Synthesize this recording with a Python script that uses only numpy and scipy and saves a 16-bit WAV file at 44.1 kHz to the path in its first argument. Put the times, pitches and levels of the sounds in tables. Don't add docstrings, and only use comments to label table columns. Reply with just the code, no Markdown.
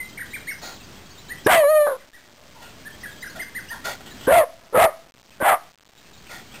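import sys
import numpy as np
from scipy import signal
from scipy.fft import rfft, irfft
from scipy.io import wavfile
from scipy.ndimage import uniform_filter1d

SR = 44100
rng = np.random.default_rng(int(sys.argv[2]) if len(sys.argv) > 2 else 0)


def wav_record(signal):
    frames = np.transpose(np.atleast_2d(signal))
    bounded = np.clip(frames, -1, 1)
    quanta = np.round(bounded * 32767).astype(np.int16)
    wavfile.write(sys.argv[1], SR, quanta)


def voltage_ratio(level):
    return 10 ** (np.asarray(level, float) / 20)


N = 291060
T = np.arange(N) / SR


def smooth(x, seconds):
    return uniform_filter1d(x, max(int(seconds * SR), 1))


def unit(x):
    return x / np.sqrt(np.mean(x ** 2))


def high_or_band(x, order, hz, kind):
    return signal.sosfilt(signal.butter(order, hz, kind, fs=SR, output="sos"), x)


def wobble(hz):
    return unit(high_or_band(rng.standard_normal(N), 2, hz, "low"))


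def narrow(hz, width_hz):
    phase = 2 * np.pi * np.cumsum(hz) / SR
    return wobble(width_hz / 2) * np.sin(phase) + wobble(width_hz / 2) * np.cos(phase)


def resonate(x, hz, width_hz):
    r = np.exp(-np.pi * width_hz / SR)
    poles = [1, -2 * r * np.cos(2 * np.pi * hz / SR), r * r]
    return signal.lfilter(np.array([1, 0, -1]) * (1 - r * r) / 2, poles, x)


def chatter():
    out, draws = np.zeros(N), rng.random((110, 5))
    for when, long, pitch, glide, loud in draws:
        i, n = int(when * (N - SR // 10)), int((0.005 + 0.044 * long) * SR)
        hz = (3000 + 3200 * pitch) * np.linspace(1, 0.66 + 0.71 * glide, n)
        whistle = np.hanning(n) * np.sin(2 * np.pi * np.cumsum(hz) / SR)
        out[i:i + n] += voltage_ratio(-14.5 + 6.1 * loud) * whistle
    return out


# f/Hz, density/dB per Hz
AIR_COLOUR = [(30, 0.5), (100, -3.5), (250, -3.5), (500, -12), (1000, -14.5), (2000, -16.5), (3500, -18),
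              (5500, -16.5)]


def air():
    hz = np.maximum(np.fft.rfftfreq(N, 1 / SR), 1)
    colour_hz, colour_db = np.transpose(AIR_COLOUR)
    colour = voltage_ratio(np.interp(np.log(hz), np.log(colour_hz), colour_db)) * (hz < SR / 8)
    noise = unit(irfft(rfft(rng.standard_normal(N)) * colour, N))
    insect_hz = 3200 + 60 * wobble(1.6)
    insect = voltage_ratio(-17.5 + 3.0 * wobble(5.2)) * narrow(insect_hz, 90)
    return noise * voltage_ratio(1.0 * wobble(5.2)) + chatter() + insect


# top t/s, top f/Hz, level/dB, rise/s, dive/s
CHIRPS = [(.001, 2066, -27, .001, .16), (.181, 2280, -32.5, 0.01, .019), (.213, 1959, -30, 0.019, 0.017),
          (.346, 2398, -30, .019, 0.03), (.494, 2232, -27.5, 0.027, .036),
          (1.326, 1995, -30, 0.035, 0.0062), (2.006, 2060, -51, 0.011, .025),
          (2.151, 1956, -46, 0.023, 0.039), (2.879, 1794, -35, .032, .008), (3.04, 1990, -33.5, .01, 0.024),
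          (3.062, 1687, -34, 0.014, 0.095), (3.233, 2057, -32, .011, 0.019),
          (3.266, 1658, -35, 0.012, 0.017), (3.405, 2113, -28.5, 0.016, 0.039),
          (3.569, 2050, -28.5, 0.025, 0.034), (3.717, 1877, -31, 0.021, 0.042)]


def bird():
    start_hz, end_hz, fastest_dive_hz_per_s, longest_dive_s = 1560, 1417, 45000, 0.035
    swell_db, fade_db_per_s, octave_db = 15.5, 290.5, -27.0
    out = np.zeros(N)
    for s, top_hz, db, rise, dive in CHIRPS:
        on = (T > s - rise) & (T < s + min(dive, longest_dive_s))
        age = T[on] - s
        up, down = np.clip(-age / rise, 0, 1), np.clip(age / dive, 0, 1)
        drop_hz = min(top_hz - end_hz, fastest_dive_hz_per_s * dive)
        hz = top_hz - (top_hz - start_hz) * up ** 1.5 - drop_hz * np.sin(np.pi * down / 2) ** 2
        phase = 2 * np.pi * np.cumsum(hz) / SR
        level = voltage_ratio(db - swell_db * up ** 2 - fade_db_per_s * np.clip(age, 0, None))
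        level = level * signal.windows.tukey(len(age), .25)
        out[on] += np.sqrt(2) * level * (np.sin(phase) + voltage_ratio(octave_db) * np.sin(2 * phase))
    return out


# t/s, f/Hz, glide/end over start, level/dB
TWITTER = [(.04, 3900, 0.92, -46.5), (0.086, 4050, 0.75, -47), (.088, 5000, 0.94, -47),
           (.255, 3500, 1.4, -46.5), (0.304, 3800, 1.05, -45), (.35, 3700, 1.44, -44.5),
           (0.464, 4150, .81, -44), (.485, 4600, 1.38, -48), (.504, 5500, 1.1, -36.5),
           (.524, 4950, 0.99, -43.5), (0.582, 5150, 1.07, -43), (.755, 3850, 0.57, -44),
           (.83, 4600, 1.16, -44), (1.101, 4450, 1.17, -43.5), (1.175, 3800, 1.28, -42),
           (1.281, 4050, 1.2, -41.5), (1.447, 5250, 1.06, -33), (3.005, 4980, 1.36, -42.5),
           (3.11, 3670, 0.85, -46), (3.205, 4880, 1.16, -41), (3.215, 3930, 1.05, -41),
           (3.267, 5180, 0.94, -41.5), (3.292, 4250, 1.2, -42), (3.413, 4920, 0.94, -37),
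           (3.678, 2900, 1.3, -40.5), (3.684, 4880, 0.77, -38.5), (4.105, 3950, 1.2, -42),
           (5.308, 2510, 1.09, -55.5), (6.283, 2520, 0.76, -44), (6.51, 3200, 1.2, -46),
           (.085, 3120, 1.1, -60), (.313, 3960, .9, -49), (.4, 3880, 1.1, -49), (.505, 2710, 1.07, -45.5),
         (.8, 2650, 0.94, -48), (.8, 3620, 0.75, -46.5), (1.055, 4400, 1.5, -52), (1.38, 3200, 1.1, -44.5),
         (1.41, 3350, 0.87, -53), (3.173, 3320, 0.89, -48), (3.4, 3200, 1.3, -43), (3.55, 4330, 1.3, -45.5),
         (3.595, 5030, 0.87, -44), (4.108, 1772, 0.86, -44.5), (5.97, 3770, 1.1, -54.5),
         (6.047, 2634, 1.1, -57), (6.13, 3776, .94, -50.5), (6.169, 4320, 1.22, -50.5),
         (6.458, 4040, 1.0, -53)]


def twitter():
    whistle_s = .026
    out, tremble, n = np.zeros(N), 1 + .018 * wobble(120), int(whistle_s * SR)
    for s, mid_hz, glide, db in TWITTER:
        i = int(s * SR)
        hz = mid_hz * glide ** np.linspace(-.5, .5, n) * tremble[i:i + n]
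        out[i:i + n] += voltage_ratio(db) * np.hanning(n) ** 0.29 * np.sin(2 * np.pi * np.cumsum(hz) / SR)
    return out


# t/s, length/s, level/dB, mouth ring f/Hz,
# ring level/dB
HUFFS = [(0.609, 0.18, -32.5, 4060, -5), (2.548, 0.12, -57, 889.6, 11), (2.609, 0.15, -43.5, 2730, -5.5),
         (3.35, 0.092, -42, 668, 1.5), (3.706, 0.11, -42.5, 964, 3.5), (3.84, 0.13, -28.5, 612, -13.5),
         (4.006, .016, -44, 696, 3), (4.054, 0.067, -43, 3000, -0.5), (4.188, 0.2, -41, 2980, -3),
         (6.266, 0.015, -47.5, 2500, 5.5), (6.29, 0.15, -38.5, 1840, -7.5), (6.534, 0.075, -43, 2500, 1)]
# f/Hz, width/Hz, level/dB
NOSE = [(779, 160, -8.5), (1404, 46, -0.5), (1877, 80, -5), (2230, 54, -24), (3390, 150, -9.5),
        (4300, 200, -9.5), (4770, 100, -39.5)]


def huffs():
    grain_db, tilt_db_per_octave, nose_shut_db_per_octave = 0.5, 0.15, -10.5
    breath, out = rng.standard_normal(N) * voltage_ratio(grain_db * wobble(90)), np.zeros(N)
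    ways = [(hz, 1, voltage_ratio(db) * unit(resonate(breath, hz, width_hz))) for hz, width_hz, db in NOSE]
    hiss = [(700, -6), (2500, -11.5), (4500, -17.5)]
    ways += [(hz, 0, voltage_ratio(db) * unit(resonate(breath, hz, hz))) for hz, db in hiss]
    for s, length, level_db, ring_hz, ring_db in HUFFS:
        tilt_db = tilt_db_per_octave * np.log2(ring_hz / 1200)
        nose_db = nose_shut_db_per_octave * max(np.log2(ring_hz / 2000), 0)
        on = (T > s) & (T < s + length)
        shape = np.interp((T[on] - s) / length, [0, .14, .45, 1], [0.03, 0.75, 0.58, 0.018])
        ring = resonate(resonate(breath[on], ring_hz, .18 * ring_hz), ring_hz, .3 * ring_hz)
        total = voltage_ratio(ring_db) * unit(ring)
        for hz, nasal, way in ways:
            total = total + way[on] * voltage_ratio(tilt_db * np.log2(hz / 1400) + nasal * nose_db)
        out[on] += voltage_ratio(level_db) * shape * total
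    return out


# t/s, f/Hz, voice level/dB, hoarse level/dB, mouth opening/0-1
HOWL = [
    [(1.462, 360.7, -30.5, -31, 0), (1.469, 473.4, -21, -11.5, 0.05), (1.485, 617.5, -19.5, -20, 0.66),
     (1.512, 768.8, -20, -16, 0.99), (1.55, 691, -13, -17, 1.05), (1.58, 664.1, -12, -28.5, 1),
     (1.625, 589, -16.5, -40, 0.83), (1.64, 567, -16.5, -25.5, 0.34)],
    [(1.64, 575, -16, -27, 0.3), (1.66, 567, -16.5, -49.5, 0.5), (1.716, 626, -15.5, -53, 0.3),
     (1.76, 615.6, -13.5, -53, 0.3), (1.856, 579.7, -16, -50, 0.58), (1.869, 584.3, -21, -23, .1),
     (1.9, 558.9, -22.5, -32, 0), (1.94, 514.4, -27.5, -38, 0.01), (1.97, 510.7, -44, -47.5, .12)],
]
# t/s, f/Hz, voice level/dB, hoarse level/dB, mouth opening/0-1
BARKS = [
    [(4.27, 449, -43, -34.5, 0.1), (4.279, 481, -17, -21.5, .3), (4.35, 694, -13.5, -19, 0.82),
     (4.384, 682.4, -9.5, -22.5, .75), (4.405, 625, -14.5, -24, 0.5), (4.428, 568.3, -22.5, -27, 0.6),
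     (4.445, 510, -32.5, -36.5, 0.4)],
    [(4.726, 442.4, -42.5, -43.5, .2), (4.752, 517.6, -19.5, -19, .35), (4.8, 647.2, -17.5, -16, 0.8),
     (4.827, 710.7, -12, -14, .7), (4.86, 644.1, -14, -17, 0.4), (4.868, 632, -22.5, -29, .2),
     (4.905, 608, -34, -38, 0.3)],
    [(5.402, 542, -34.5, -38, .5), (5.422, 626.7, -26, -23.5, 0.71), (5.485, 717.2, -23, -16.5, 0.87),
     (5.535, 707, -19, -18, 0.65), (5.555, 678, -28, -26.5, 0.5), (5.575, 683, -45.5, -39.5, .3)],
]


def calls():
    out = np.zeros((4, N))
    out[1:3] = -120
    for rows in HOWL + BARKS:
        s, *values = np.transpose(rows)
        on = (T >= s[0]) & (T <= s[-1])
        out[:, on] = [np.interp(T[on], s, v) for v in values]
    return out


# t/s, f/Hz, sag/Hz per s
MOUTH_RING = [
    (1.47, 1671, 4500),
    (1.86, 1620, 2800),
    (4.28, 1560, 3200),
    (4.73, 1322, 900),
    (5.41, 1545, 2600),
]


def mouth_ring():
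    lowest_hz = 989.4
    hz = np.full(N, float(MOUTH_RING[0][1]))
    for s, start_hz, sag_hz_per_s in MOUTH_RING:
        on = T > s - .02
        hz[on] = np.maximum(start_hz - sag_hz_per_s * np.clip(T[on] - s, 0, None), lowest_hz)
    return hz


def voice_tone(hz, voice_db, rough, mouth, phase):
    partial_db = [voice_db]
    for shut_db, wide_db in ((-10, -20.5), (-20.5, 10)):
        partial_db.append(voice_db + shut_db + wide_db * mouth ** 2)
    shimmer = voltage_ratio(3.5 * rough * wobble(100) + 1.2 * wobble(8.8))
    tone = 0
    for k, db in enumerate(partial_db):
        level = smooth(voltage_ratio(db + 1.1 * k * wobble(33)), 0.0036)
        tone = tone + level * np.sin((k + 1) * phase - k * (0.74 + .5 * wobble(2.9)))
    upper = 0
    for k, db in LADDER:
        wide_db = (k < 6) * 12.5 * mouth ** 2 * (1.5 - rough)
        upper = upper + voltage_ratio(db + 3.3 * wobble(20) + wide_db) * np.sin(k * phase)
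    return np.sqrt(2) * shimmer * (tone + upper * smooth(voltage_ratio(voice_db), 0.0035))


def hoarseness(hz, mouth, phase):
    cycles = np.floor(phase / (2 * np.pi) + .12 * wobble(300))
    closing = np.diff(cycles, prepend=0) > 0
    puffs = unit(closing * voltage_ratio(4.0 * rng.standard_normal(N))) + 1.2 * rng.standard_normal(N)
    hoarse = voltage_ratio(-4.5) * narrow(mouth_ring(), 110)
    hoarse = hoarse + voltage_ratio(-0.5) * narrow(smooth(hz, 0.0078) * 1.05, 200)
    for k, (centre_hz, width_hz, db) in enumerate(THROAT):
        opening = voltage_ratio(13.0 * (mouth - 1.0) * np.log2(centre_hz / 700) ** 2 * 0.68)
        ring = resonate(resonate(puffs, centre_hz, width_hz), centre_hz, 2 * width_hz)
        hoarse = hoarse + (-1) ** k * voltage_ratio(db) * opening * unit(ring)
    return high_or_band(hoarse, 3, 420, "high")


# f/Hz, width/Hz, level/dB
THROAT = [(915, 200, -5.5), (1176, 180, -9), (1653, 190, -7.5), (2028, 270, -6), (2500, 440, -12),
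          (3210, 570, -10), (4400, 1000, -40.5)]
# multiple of pitch, level/dB re first
LADDER = [(4, -36.5), (5, -38.5), (6, -38.5), (7, -32.5), (8, -53.5)]


def voice():
    hz, voice_db, noise_db, mouth = calls()
    hz = np.interp(T, T[hz > 0], hz[hz > 0])
    rough = np.clip(voltage_ratio(noise_db - voice_db), 0, 1)
    jitter = 1 + .004 * wobble(40) + .095 * rough * wobble(150)
    phase = 2 * np.pi * np.cumsum(smooth(hz, 0.011) * jitter) / SR
    tone = voice_tone(hz, voice_db, rough, mouth, phase)
    return voltage_ratio(1.0) * tone + smooth(voltage_ratio(noise_db), 0.00067) * hoarseness(hz, mouth, phase)


# t/s, f/Hz, level/dB, t60/s
BURSTS = [
    (1.463, 331, -6.5, 0.033),
    (4.274, 297, -12.5, 0.039),
    (4.282, 282.5, -22.5, 0.098),
    (4.728, 383, -28.5, 0.053),
    (5.404, 298, -33.5, 0.05),
    (5.413, 312, -26, 0.048),
    (5.425, 292, -15, 0.019),
]


def bursts():
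    out = np.zeros(N)
    for s, hz, db, t60 in BURSTS:
        age = np.clip(T - s, 0, None)
        out += voltage_ratio(db - 60 * age / t60) * np.sin(2 * np.pi * hz * age)
    return out


def yard(x, t60_s, span_s):
    lag = T[:int(span_s * SR)]
    echoes = rng.standard_normal(len(lag)) * voltage_ratio(-60 * lag / t60_s) * (lag > .008)
    return signal.fftconvolve(x, echoes / np.sqrt(np.sum(echoes ** 2)))[:N]


# t from the low/s, gain/dB
GAIN_AFTER = [(-.14, -13), (-.02, -17), (0, -23), (.015, -16.5), (.1, -17), (.2, -13), (.5, -4), (.9, 0)]
# call start t/s, lowest gain t/s, extra depth/dB
GAIN_LOWS = [
    (1.47, 2.12, -1),
    (4.28, 4.62, 2),
    (4.73, 5.128, -3),
    (5.404, 5.768, -4),
]
# t/s, level/dB
AIR_LEVEL = [(0, -45), (3.6, -44.5), (4.25, -43), (6.6, -44.5)]


def gain_control():
    sink_s = 0.086
    db, (after_s, after_db) = np.zeros(N), np.transpose(GAIN_AFTER)
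    for start, low, extra_db in GAIN_LOWS:
        depth_db = np.clip((T - start) / sink_s, 0, 1) * np.interp(T - low, after_s, after_db)
        db = np.minimum(db, depth_db * (1 + extra_db / after_db.min()))
    return voltage_ratio(db + np.interp(T, *np.transpose(AIR_LEVEL)))


def scene():
    background = air()
    birds = bird() + twitter()
    dog = huffs() + voice() + bursts()
    near = voltage_ratio(-18) * yard(dog, .3, 0.35) + voltage_ratio(-5) * yard(birds, .35, 0.13)
    far = voltage_ratio(16) * yard(resonate(dog, 600, 240), 4.3, 1.5)
    return (dog + birds + near + gain_control() * (far + background))[None]


def top_cut(x):
    return signal.sosfilt(signal.butter(12, 16460, fs=SR, output="sos"), x)


def record(dry):
    overload, hold, steps, offset_steps = 0.37, 4, 128, -.32
    x = dry / (1 + np.abs(dry / overload) ** 8.0) ** (1 / 6.9)
    x = x + 0.067 * high_or_band(x ** 2, 2, [90, 260], "band")
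    x = high_or_band(x, 2, [45, 5600], "band")
    x = x + voltage_ratio(-67.5) * rng.standard_normal(x.shape)
    samples = np.round(x[:, ::hold] * steps + offset_steps) / steps
    held = np.repeat(samples, hold, axis=1)[:, :N]
    held = signal.sosfiltfilt(signal.butter(12, 15500, fs=SR, output="sos"), held)
    return top_cut(held)


dry = scene()
out = record(dry)
wav_record(out)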